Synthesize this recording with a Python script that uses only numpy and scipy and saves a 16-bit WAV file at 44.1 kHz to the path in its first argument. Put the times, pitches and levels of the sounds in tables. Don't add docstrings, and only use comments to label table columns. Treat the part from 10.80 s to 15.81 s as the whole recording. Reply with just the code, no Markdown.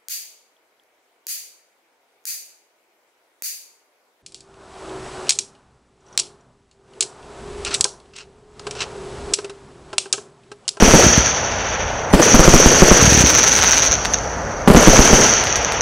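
import sys
import numpy as np
from scipy import signal
from scipy.fft import rfft, irfft, next_fast_len
from scipy.io import wavfile
from scipy.ndimage import uniform_filter1d

SR = 44100
rng = np.random.default_rng(int(sys.argv[2]) if len(sys.argv) > 2 else 0)


def to_wav(sig):
    pcm = np.clip(np.atleast_2d(sig), -1, 1) * 32767
    pcm = np.round(pcm).astype(np.int16)
    wavfile.write(sys.argv[1], SR, pcm.T)


def rack_gain(trim_db):
    fader = np.asarray(trim_db, float)
    return 10 ** (fader / 20)


N = 221116
LAG = 3843
LENGTH = N + LAG


# (time [s], strength [dB], length [ms],
# ground echo delay [ms], slow air swing [signed size])
LIFT_BLASTS = [(0.0241, 10, 0.65, 4.54, 2.3), (0.1376, 12, 0.48, 6.3, 1.5), (.146, 2, 0.41, 5, 0),
               (0.079, -3, 0.7, 3.9, 0.9), (1.3371, 10, 0.82, 4.9, 1.3), (1.399, 5, 0.31, 6.1, 0),
               (1.544, 12, 0.71, 4.05, -2.5), (1.5942, 8.5, 0.5, 6.2, 2.4), (1.6778, 11, 0.6, 5.85, 3.1),
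               (1.7397, 12, 0.52, 6, 3.9), (1.8598, 10.5, 0.84, 4.35, 1.7), (2.0214, 13, 0.52, 5.6, 2.5),
               (2.1137, 11, 0.51, 5.3, 1.7), (3.8764, 10.5, 0.54, 5, -0.7), (3.9014, 10, 0.53, 5, 1.1),
               (3.9478, 9.5, 0.5, 5.76, 1.2), (3.9703, 9, 0.88, 4.24, 0.9), (4.0735, 12, 0.53, 6.3, 1),
               (4.083, 7, 0.7, 6.7, 3.5), (4.1913, 12.5, 0.87, 4.64, 2.3), (4.33, 6.5, 0.79, 5.1, 1.8)]
# (share of the blast [ratio], dull above [Hz])
GROUND_BOUNCES = [
    (0.68, 1100),
    (0.18, 880),
    (0.11, 230),
]
# (frequency [Hz], level [dB])
WALL_TONE = [(150, -25.5), (480, 4.5), (900, -9.5), (2500, -24.5)]


def blasts():
    out = np.zeros(LENGTH)
    t = np.arange(4000) / SR
    near_tone = [(80, -27.5), (220, 1.5), (450, -13.0), (1200, -17.0), (4000, -31.5)]
    wall_s, wall_smear_s = 0.0617, 0.0054
    scatters = rng.standard_normal((len(LIFT_BLASTS), 4000))
    for (s, db, ms, echo_ms, swing), scatter in zip(LIFT_BLASTS, scatters):
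        u = np.maximum((t - .0006) * 1000 / ms, 0)
        push = -np.cos(np.pi * u / 5.4) * np.exp(-u / 4.5) * (u < 8.1) * (u > 0)
        lead = .3 * np.sin(np.pi * t / .0006) * (u == 0)
        front = signal.lfilter(*signal.butter(2, 2600., fs=SR), push + lead)

        near = evened(colour(scatter, near_tone))
        near = 0.18 * near * rack_gain(-60 * t / 0.1) * np.clip((t - .003) / 0.00067, 0, 1)
        swing_hz = 43.7 - 5.5 * abs(swing)
        air = 1.11 * swing * np.sin(2 * np.pi * swing_hz * t) * np.exp(-t / 0.0073)
        add(out, s - .0006, rack_gain(db) * (front + near) + air)

        thud = evened(colour(scatter[::-1], WALL_TONE))
        thud = thud * np.exp(-((t - wall_s) / wall_smear_s) ** 2)
        add(out, s, 0.082 * rack_gain(db) * thud)

        for k, (share, dull_hz) in enumerate(GROUND_BOUNCES):
            echo = signal.lfilter(*signal.butter(2, dull_hz, fs=SR), push)
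            add(out, s - .0008 + (k + 1) * echo_ms / 1000, share * rack_gain(db) * echo)
    return out


# (time [s], peak level [dB], length [ms])
SHELL_BURSTS = [
    (0.2664, 1.5, 2.2),
    (0.3797, 0, 2.3),
    (2.227, -2.5, 2.6),
    (2.2482, -4, 3),
    (2.279, 0, 3),
    (2.324, -3, 2.4),
    (2.35, -4, 2.2),
    (2.3767, -3.5, 2.4),
    (2.408, -4.5, 2.5),
    (2.4402, -2, 2),
]


def bursts():
    out = np.zeros(LENGTH)
    t = np.arange(-300, 2000) / SR
    for s, db, ms in SHELL_BURSTS:
        u = t * 1000 / ms
        push = (2.64 * u ** 2 - 1) * np.exp(-u ** 2 * 1.97)
        after = 0.21 * np.sin(2 * np.pi * 58 * t) * np.exp(-t / 0.03) * (t > 0)
        add(out, s + t[0], rack_gain(db) * (push + after))
    return out


# (frequency [Hz], level [dB])
CRACK_TONE = [(200, -30), (700, 0.5), (1500, 3.5), (3000, -1.5), (6000, -2), (7500, -5), (11000, -68.5)]
# (frequency [Hz], level [dB])
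EDGE_TONE = [(4000, -61), (7500, 1.5), (10000, -3.5), (12500, -7.5), (14500, -3.5), (16000, -3.5)]


def cracks():
    crack, edge = np.zeros((2, LENGTH))
    for s, db, edge_db in stars():
        add(crack, s, np.array([rack_gain(db + 8.5)]))
        add(edge, s, np.array([rack_gain(edge_db + 19.5)]))
    crack, edge = colour(crack, CRACK_TONE), colour(edge, EDGE_TONE)

    t = np.arange(1500) / SR
    ground = 0.011 * np.exp(-((t - .007) / 0.0054) ** 2)
    tail = rng.standard_normal(1500) * (0.032 * rack_gain(-60 * t / 0.16) + ground)
    tail[0] = 1
    return crack + signal.oaconvolve(edge + 0.41 * crack, tail)[:LENGTH]


# (time [s], crack level [dB],
# sharp edge level [dB])
LONE_STARS = [(0.362, -12, -32), (0.375, -7, -19), (0.3826, -10, -28), (0.392, -14, -30),
              (0.3999, -18, -36), (0.4607, -12, -26), (0.5197, -35, -46), (0.575, -17, -49),
              (0.7822, -40, -58), (0.814, -20, -55), (1.0804, -34, -43), (1.1203, -40, -44),
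              (2.9342, -3, -28), (3.076, -19, -27), (3.1213, -24, -32), (3.149, -27, -43),
              (3.2503, -1.5, -20), (3.2553, -1.5, -44), (3.2564, -4.5, -40.5), (3.2993, -16.5, -39),
              (4.4506, 0, -29), (4.4656, -11, -30), (4.6393, -4.5, -19), (4.6704, -2.5, -27),
              (4.6753, -12, -35), (4.761, -3.5, -19), (4.7684, -15, -31), (4.829, -23, -33),
              (4.8467, -21, -42), (4.9216, -3.5, -21)]
# (time [s], crack level [dB], sharp edge level [dB])
LEADING_POPS = [(2.2146, 1, -19), (2.2226, -10, -16), (2.256, -0.5, -15), (2.304, -2, -18),
                (2.3224, -5, -17), (2.332, 0.5, -13), (2.3762, 1, -15), (2.408, 2.5, -10), (2.4712, 1, -16),
                (2.4853, -11, -20), (2.502, 5, -13), (2.5505, 3.5, -23), (2.5825, -6, -16),
                (2.5919, 2.5, -26), (2.6323, -6, -33), (2.641, 0, -19), (2.6764, 2.5, -14),
                (2.711, -18, -24), (2.7368, -1, -15), (2.7728, -7, -16), (2.789, 4, -15), (2.8371, 10, -13),
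                (2.882, -7, -24), (2.8945, 0.5, -18), (2.916, -8, -20), (2.9422, -1.5, -17),
                (2.9764, -1, -17), (2.989, -4, -21), (3.0334, 0.5, -20), (3.0525, -2.5, -19)]


def stars():
    pops = np.array(LEADING_POPS)
    rows = [np.array(LONE_STARS), pops]
    nearest_s, farthest_s = .003, .008
    mate_db, spread_db = -7.5, 4
    for side in (-2, -1, 1, 2):
        gap, crack, edge = rng.random((len(pops), 3)).T
        step_s = side * (nearest_s + gap * (farthest_s - nearest_s))
        crack_db = mate_db + spread_db * (2 * crack - 1)
        edge_db = mate_db + spread_db * (2 * edge - 1)
        rows.append(pops + np.transpose([step_s, crack_db, edge_db]))
    return np.vstack(rows)


RUMBLE_TONE = [(30, -22), (70, -2.5), (130, -2.5), (230, -0.5), (450, 0), (650, -4), (1200, -39.5),
               (2500, -95)]
BODY_TONE = [(200, -69), (420, 0.5), (600, 3.5), (880, 2), (1100, -4.5), (1450, -6), (1900, -10),
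             (3000, -28.5), (6000, -108.5)]
FIZZ_TONE = [(2500, -76.5), (3950, -7.5), (4600, 1.5), (6200, -3), (7500, -11.5), (11000, -72.5)]
SIZZLE_TONE = [(500, -56), (1300, 4.5), (2100, 3.5), (3300, 1), (3900, -5.5), (5500, -47)]


def roar():
    echo_db, wash_db, falling_db, spark_db = controls()
    rumble_db = joined(echo_db, wash_db - 13.5)
    body_db = joined(echo_db - 1, wash_db)
    edge_db = joined(-6 + 1.96 * spark_db, echo_db - 16.5, -60)
    sizzle_db = joined(spark_db - 2, falling_db)
    busy = np.clip((rumble_db + 36) / 18, .3, 1)

    low, mid, hiss, chance, sign = rng.standard_normal((5, LENGTH))
    spark_size = rack_gain(5.4 * np.minimum(rng.exponential(1, LENGTH), 2.5))
    sparks = evened((chance > 2.1) * sign * spark_size)
    spark_share = 0.19
    grit = np.sqrt(1 - spark_share) * hiss + np.sqrt(spark_share) * sparks
    grit = grit * rack_gain(1.47 * lumps(130., 0.013))

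    roll_db = rumble_db + busy * 1.3 * lumps(45., .012)
    rumble = rack_gain(roll_db) * evened(colour(low, RUMBLE_TONE, size=8192))
    lumpy = mid * rack_gain(busy * 2.1 * lumps(60., 0.0026))
    body = rack_gain(body_db - 5.5) * evened(colour(0.83 * lumpy + 0.59 * grit, BODY_TONE))
    fizz = rack_gain(spark_db - 16) * evened(colour(grit, FIZZ_TONE))
    later_grit = np.roll(grit, 290)
    sizzle = rack_gain(sizzle_db - 11.5) * evened(colour(later_grit, SIZZLE_TONE))
    edge = rack_gain(edge_db + 2.5) * evened(colour(grit, EDGE_TONE))
    return rumble + body + fizz + sizzle + edge


# (first shot [s], echoes fade from [s], echo level [dB], fade [dB per s], lingering wash level [dB])
VOLLEY_ECHOES = [
    (-.1, 0.222, -17, 67, -21.5),
    (1.33, 2.187, -19, 16.5, -23.5),
    (3.875, 4.434, -17.5, 94, -20),
]
# (time [s], level [dB])
SPARK_CURVES = [
    [(-.09, -15.5), (.11, -10.5), (.22, -10.5), (.36, -17), (.46, -20.5), (.62, -26), (.9, -28),
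     (1.12, -32.5), (1.3, -40)],
    [(1.337, -16.5), (1.44, -10.5), (1.55, -16.5), (1.65, -12), (2.18, -12.5), (2.6, -17.5), (2.82, -17),
     (3.06, -23), (3.55, -35)],
    [(3.877, -25), (4.03, -11.5), (4.4, -12), (4.61, -21), (4.93, -27)],
]


def controls():
    t = (np.arange(LENGTH) - LAG) / SR
    echo, wash, falling, spark = np.zeros((4, LENGTH))
    for (first, last, db, fade, wash_db), curve in zip(VOLLEY_ECHOES, SPARK_CURVES):
        on = t >= first
        now = t[on]
        build_db = -1 * np.maximum(1 - (now - first) / 0.2, 0)
        echo[on] = db - fade * np.maximum(now - last, 0) + build_db
        wash[on] = wash_db
        falling[on] = wash_db - 3 - 43 * np.maximum(now - last - 0.76, 0)
        spark[on] = np.interp(now, *np.transpose(curve))
    return echo, wash, falling, spark


# (frequency [Hz], level [dB])
NIGHT_TONE = [(20, -17.5), (55, 5), (90, 1.5), (140, -4), (250, -10.5), (500, -48), (1200, -116)]


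def night():
    hum = evened(colour(rng.standard_normal(LENGTH), NIGHT_TONE, size=8192))
    return rack_gain(-32 + 0.4 * flicker(11.0)) * hum


# (frequency [Hz], level [dB])
SPEAKER_TONE = [(250, -25), (600, -16.5), (1300, 2), (3200, 3.5), (4600, 3.5), (5150, -8), (5600, 15.5),
                (6100, 20.5), (6700, 15.5), (7150, 5.5), (7500, -36), (8000, -71)]


def loudspeaker(direct):
    copy = -.8 * overload(tinted(direct, SPEAKER_TONE), 2.2)
    return tinted(copy, [(7200, 1.5), (7800, -37), (9000, -59)])


def read(points, hz):
    f, value = np.transpose(points)
    return np.interp(np.log(hz + 1), np.log(f + 1), value)


def colour(x, points, size=2048):
    gain = np.log(rack_gain(read(points, abs(np.fft.fftfreq(size, 1 / SR)))))
    taps = np.fft.ifft(np.exp(np.conj(signal.hilbert(gain)))).real
    return signal.oaconvolve(x, taps[:size // 2])[:len(x)]


def tinted(x, points):
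    size = next_fast_len(len(x) + 4096)
    gain = rack_gain(read(points, np.fft.rfftfreq(size, 1 / SR)))
    return irfft(rfft(x, size) * gain, size)[:len(x)]


def evened(x):
    return x / np.sqrt(np.mean(x ** 2))


def add(mix, s, sound):
    part = mix[round(s * SR) + LAG:][:len(sound)]
    part += sound[:len(part)]


def flicker(per_s):
    width = int(SR / per_s)
    smooth = uniform_filter1d(rng.standard_normal(LENGTH), width)
    return evened(uniform_filter1d(smooth, width))


def lumps(per_s, fade_s):
    arrivals = (rng.random(LENGTH) < per_s / SR) * rng.exponential(1, LENGTH)
    fading = signal.lfilter([1], [1, -np.exp(-1 / (fade_s * SR))], arrivals)
    level = np.log(fading + 0.3)
    return evened(level - uniform_filter1d(level, 4000))


def joined(*dbs):
    return 10 * np.log10(sum(rack_gain(db) ** 2 for db in dbs))


def overload(x, knee):
    return x / (1 + abs(x) ** knee) ** (1 / knee)


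# (frequency [Hz], level [dB])
MICROPHONE_TONE = [(20, 0.5), (6000, 0.5), (12000, -4), (16000, -18)]


def scene():
    sources = blasts() + bursts() + cracks() + roar() + night()
    direct = colour(1.085 * overload(sources, 5.4), MICROPHONE_TONE)
    direct = signal.lfilter(*signal.butter(1, 3.7, "high", fs=SR), direct)
    copy = loudspeaker(direct)
    return np.tile(direct[LAG:] + copy[:N], (2, 1))


def top_cut(x):
    return signal.sosfilt(signal.butter(12, 15840, fs=SR, output="sos"), x)


# (start [s], end [s], level under the mix [dB])
GRAIN_MOMENTS = [
    (1.3, 1.346, -17.5),
    (2.1, 2.125, -33),
    (2.662, 2.673, -32),
    (3.306, 3.337, -15),
    (3.87, 3.97, -33.5),
    (4.054, 4.073, -37),
    (4.764, 4.86, -37),
]
# (frequency [Hz], level [dB])
GRAIN_TONE = [(100, 3), (1000, -4), (5000, -2.5), (9000, 6), (15000, -13)]


def record(dry):
    clipped = 1.03 * overload(dry, 14.0)
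    t = np.arange(N) / SR
    loudness = np.sqrt(abs(uniform_filter1d(clipped[0] ** 2, 1000)))
    gate = sum(rack_gain(db) * (t > start) * (t < end) for start, end, db in GRAIN_MOMENTS)
    grain = evened(colour(rng.standard_normal(N), GRAIN_TONE)) * loudness * gate
    mixed = clipped + np.array([grain, -grain])
    low_pass = signal.firwin(511, 15850, window=("kaiser", 9), fs=SR)
    limited = signal.oaconvolve(mixed, low_pass[None], "same")
    finished = np.clip(limited, -1, 1)
    return top_cut(finished)


dry = scene()
out = record(dry)
to_wav(out)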